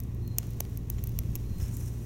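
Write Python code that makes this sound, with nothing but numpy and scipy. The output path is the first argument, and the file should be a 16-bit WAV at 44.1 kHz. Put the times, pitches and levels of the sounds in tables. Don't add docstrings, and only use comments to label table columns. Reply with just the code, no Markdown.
import sys
import numpy as np
from scipy import signal
from scipy.fft import rfft, irfft
from scipy.io import wavfile

SR = 44100
rng = np.random.default_rng(int(sys.argv[2]) if len(sys.argv) > 2 else 0)


def dump_mix(stems):
    frames = np.atleast_2d(stems).T
    limited = np.clip(frames, -1, 1)
    pcm = np.round(limited * 32767).astype(np.int16)
    wavfile.write(sys.argv[1], SR, pcm)


N = 90757
T = np.arange(N) / SR
HZ = np.fft.rfftfreq(N, 1 / SR)
NOISE_TOP_HZ = 15850


def amp(db):
    return 10 ** (np.asarray(db) / 20)


def unit(x):
    return x / np.sqrt(np.mean(x ** 2) + 1e-20)


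def colour(points, hz):
    point_hz, db = np.transpose(points)
    return np.interp(np.log(hz + 1), np.log(point_hz), db)


def curve(rows, column=1):
    rows = np.array(rows)
    return np.interp(T, rows[:, 0], rows[:, column])


def add(mix, start_s, sound):
    part = mix[max(round(start_s * SR), 0):][:len(sound)]
    part += sound[:len(part)]


def filtered(x, points):
    gain = amp(colour(points, HZ)) * (HZ < NOISE_TOP_HZ)
    return irfft(rfft(x) * gain, N)


def noise(points, grain_db=0):
    grain_size = amp(grain_db * rng.standard_normal(N))
    return unit(filtered(rng.standard_normal(N) * grain_size, points))


def drift(rate_hz):
    lowpass = (HZ > 0) / (1 + (HZ / rate_hz) ** 4)
    return unit(irfft(rfft(rng.standard_normal(N)) * lowpass, N))


def narrow(hz, width_hz):
    phase = 2 * np.pi * np.cumsum(hz * np.ones(N)) / SR
    return unit(drift(width_hz / 2) * np.cos(phase) + drift(width_hz / 2) * np.sin(phase))


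# frequency in Hz, relative level in dB per Hz.
OUTDOOR_COLOUR = [(20, -4), (31, -22), (41, -9), (52, 5), (68, -5), (90, 2.5), (125, -8), (160, -5.5),
                  (210, -12), (280, -17.5), (390, -21), (480, -28.5), (700, -36), (1050, -38.5),
                  (1450, -47.5), (2000, -47), (2800, -48), (3300, -54.5), (3900, -49.5), (5000, -64),
                  (6500, -54.5), (8500, -60), (15500, -56.5)]
# time in seconds, gain in dB.
BASS_SWELL = [(0, -35.5), (.5, -40.5), (.9, -38), (1.05, -33.5), (1.3, -32.5), (1.42, -38), (1.55, -32.5),
              (1.72, -36.5), (1.87, -36.5), (2.06, -47)]
BASS_EDGE_HZ, AIR_DB = 170, -35.5


def outdoors():
    whole = noise(OUTDOOR_COLOUR)
    lowpass = signal.butter(2, BASS_EDGE_HZ, fs=SR, output="sos")
    bass = signal.sosfiltfilt(lowpass, whole)
    air = whole - bass
    return bass * amp(curve(BASS_SWELL)) + air * amp(AIR_DB)


# multiple of the motor's pitch, rms level in dB.
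HUM_HARMONICS = [(1, -40.5), (2, -38.5), (3, -63), (4, -61), (5, -60.5), (6, -64.5), (7, -67)]
# frequency in Hz, rms level in dB.
WHINE_TONES = [(1109, -77), (1809, -86.5), (1922, -78), (2509, -82.5)]
MOTOR_HZ, MOTOR_WAVER = 58.4, 0.0037


def motor():
    phase = 2 * np.pi * np.cumsum(MOTOR_HZ * (1 + MOTOR_WAVER * drift(3.4))) / SR
    out = np.zeros(N)
    for multiple, db in HUM_HARMONICS:
        level = amp(db + 0.66 * drift(5.5))
        out += level * np.sin(multiple * phase + 2 * np.pi * rng.random())
    for hz, db in WHINE_TONES:
        level = amp(db + 0.5 * drift(2.4))
        out += level * np.sin(2 * np.pi * (hz * T + rng.random()))
    return np.sqrt(2) * out


# start in seconds, length in seconds, peak level in dB before swell and
# flutter, centre pitch in Hz.
WHISTLE_CALLS = [(.208, .16, -68, 4185), (1.428, .176, -67.5, 4150)]
WHISTLE_RISE_S, WHISTLE_FADE_S, WHISTLE_TAIL_DB = 0.02, 0.2, -2
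WHISTLE_SWELL_DB, WHISTLE_FLUTTER_DB, WHISTLE_WAVER_HZ = 3, 3, 32


def whistles():
    out = np.zeros(N)
    for start_s, length_s, db, hz in WHISTLE_CALLS:
        since_start = T - start_s
        since_end = since_start - length_s
        swell = np.sin(np.pi * np.clip(since_start / length_s, 0, 1) ** 2)
        rise = np.clip(since_start / WHISTLE_RISE_S, 0, 1)
        tail = amp(WHISTLE_TAIL_DB) * np.exp(-abs(since_end) / WHISTLE_FADE_S)
        shape = rise * np.where(since_end < 0, 1, tail)
        pitch = hz + WHISTLE_WAVER_HZ * drift(86)
        tone = np.sin(2 * np.pi * np.cumsum(pitch) / SR)
        level = amp(db + WHISTLE_SWELL_DB * swell + WHISTLE_FLUTTER_DB * drift(72))
        out += level * shape * tone
    return out


# start in seconds, length in seconds, level in dB.
SPUTTER_PUFFS = [(0.372, 0.16, -59), (0.983, 0.019, -48), (1.596, 0.16, -54.5), (1.802, 0.12, -61.5)]
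# frequency in Hz, relative level in dB.
SPUTTER_COLOUR = [(200, 6), (700, -2), (1400, -2), (2400, -2), (3400, -5.5), (4700, -14.5), (5400, -16),
                  (7200, -1), (8200, -27), (13000, -26), (16000, -25)]


def sputters():
    puffs = np.zeros(N)
    for start_s, length_s, db in SPUTTER_PUFFS:
        progress = np.clip((T - start_s) / length_s, 0, 1)
        puffs += amp(db) * abs(np.sin(np.pi * progress ** 0.35))
    return puffs * noise(SPUTTER_COLOUR, grain_db=7) * amp(0.95 * drift(77))


# time in seconds, level in dB, resonance in Hz.
SIZZLE_PATH = [(1.55, -73.5, 5380), (1.615, -52.5, 5400), (1.665, -56.5, 5380), (1.70, -59, 5880),
               (1.735, -53.5, 6840), (1.765, -54, 7500), (1.80, -55.5, 5970), (1.88, -55, 5800),
               (1.91, -63, 6050), (2.06, -64, 6300)]
# frequency in Hz, relative level in dB.
SIZZLE_NOISE = [(1000, 2), (4500, -12.5), (5600, 4), (7200, 4.5), (7900, 2), (8700, 6.5), (9500, 0),
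                (11100, 3.5), (11800, 0.5), (13000, 3), (15500, -0.5)]
RESONANCE_WIDTH_HZ, RESONANCE_DB = 820, -3.5


def sizzle():
    level_db = curve(SIZZLE_PATH)
    resonance = narrow(curve(SIZZLE_PATH, column=2), RESONANCE_WIDTH_HZ)
    resonance *= amp(RESONANCE_DB + 1.1 * (level_db - level_db.max()))
    body = noise(SIZZLE_NOISE, grain_db=6) + resonance
    started = T > SIZZLE_PATH[0][0]
    return body * amp(level_db + 1.9 * drift(70)) * started


# frequency in Hz, relative level in dB.
SNAP_COLOUR = [(100, -50), (450, -11.5), (1000, -13.5), (1700, -21.5), (2600, -14.5), (3500, -20),
               (4900, -19), (5700, -9.5), (6700, -9), (7800, -18), (9000, -14), (10300, -13.5), (11800, -2),
               (13500, -3), (15500, -3.5), (17000, -13)]
# time in seconds, level in dB.
FIZZ_LEVEL = [(0, -66), (.18, -68), (.378, -65.5), (.39, -59), (.55, -61), (.77, -61), (.80, -66),
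              (.895, -66), (.905, -61), (1.2, -60.5), (1.55, -61), (2.06, -61)]
# frequency in Hz, relative level in dB.
FIZZ_NOISE = [(500, 3.5), (2700, 6.5), (4800, 4.5), (5800, 11), (6900, 8), (8000, 2.5), (9700, 5.5),
              (10500, 0.5), (11800, 7.5), (15500, 5)]
TICKS_PER_S, TICK_DB, TICK_RANGE_DB = 30, -38, 10


def fizz():
    hiss = noise(FIZZ_NOISE, grain_db=4) * amp(curve(FIZZ_LEVEL) + 0.42 * drift(40))
    tick_here = rng.random(N) < TICKS_PER_S / SR
    ticks = tick_here * amp(TICK_DB - TICK_RANGE_DB * rng.random(N))
    return hiss + filtered(ticks, SNAP_COLOUR)


BODY_OCTAVES, BASS_HZ = 0.7, 1760
SMEAR_S = 0.000188


def snap(body_db, body_hz, bass_db, size=2048):
    hz = abs(np.fft.fftfreq(size, 1 / SR)) + 1
    body = body_db * np.exp(-(np.log2(hz / body_hz) / BODY_OCTAVES) ** 2)
    bass = bass_db / (1 + (hz / BASS_HZ) ** 2)
    log_gain = np.log(amp(colour(SNAP_COLOUR, hz) + body + bass))
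    pulse = np.fft.ifft(np.exp(np.conj(signal.hilbert(log_gain)))).real
    smear = np.exp(-2j * np.pi * SMEAR_S * hz[:size // 2 + 1] ** 2 / SR)
    return irfft(rfft(pulse) * smear, size)


SPRAY_S, SPRAY_DB = 0.00073, -5.5
ECHO_S, ECHO_DB = 0.0073, -29


def scatter():
    t = np.arange(SR // 20) / SR
    out = np.zeros(len(t))
    for db, decay_s in [(SPRAY_DB, SPRAY_S), (ECHO_DB, ECHO_S)]:
        shape = np.exp(-t / decay_s) * (1 - np.exp(-t / SPRAY_S))
        out += amp(db) * unit(rng.standard_normal(len(t)) * shape)
    out /= np.sqrt(len(t))
    out[0] = 1
    return out


# start in seconds, level in dB, body boost in dB, body pitch in Hz,
# extra bass in dB.
BUBBLES = [(.0022, -11.5, 2.5, 6500, 0), (.0365, -24, 8, 7500, 1), (0.148, -27, 2, 7000, 2),
           (.2775, -16.5, -1.5, 7000, 1), (.3845, 6.5, 8, 7460, -5.5), (.3856, -8, 5, 6500, 3),
           (0.387, -8, 10, 3000, 7), (.4695, -27, 9, 7000, 4), (.5060, -24.5, 7, 8000, 0),
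           (0.535, -32, 15, 5200, 0), (0.6043, -5, 4, 5700, -1), (.6057, 1, 4.5, 5700, 12),
           (.6975, -28, -5, 6200, 0), (0.7739, -9, 0, 5200, -7), (.9010, -0.5, -1.5, 6200, -9),
           (0.9021, -10.5, -5, 6200, 4), (1.0397, -5, -3.5, 6200, -10), (1.0708, -23, -2, 6200, 0),
           (1.0725, -9, -2, 6200, -10), (1.0932, -19, -2, 6200, 1), (1.1205, -29, 0, 6200, 0),
           (1.1888, -13, 9.5, 4300, -6), (1.1895, 1, 3.5, 2700, -1), (1.3547, -2, 1, 4500, -2),
           (1.3603, -10.5, 6, 2700, 4), (1.5845, -25, 6, 6200, 3), (1.6020, -24, 11, 5500, 6),
           (1.622, -25, 8, 5500, 6), (1.7690, -13, 3, 8000, -2)]


def pops():
    out = np.zeros(N)
    for start_s, db, body_db, body_hz, bass_db in BUBBLES:
        burst = signal.fftconvolve(snap(body_db, body_hz, bass_db), scatter())
        add(out, start_s, amp(db) * burst)
    return out


def scene():
    background = outdoors() + motor() + whistles()
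    crayon = sputters() + sizzle() + fizz() + pops()
    return (background + crayon)[None]


def record(dry):
    lowpass = signal.firwin(255, 16650, window=("kaiser", 9), fs=SR)
    return signal.oaconvolve(dry, lowpass[None], "same")


dry = scene()
out = record(dry)
dump_mix(out)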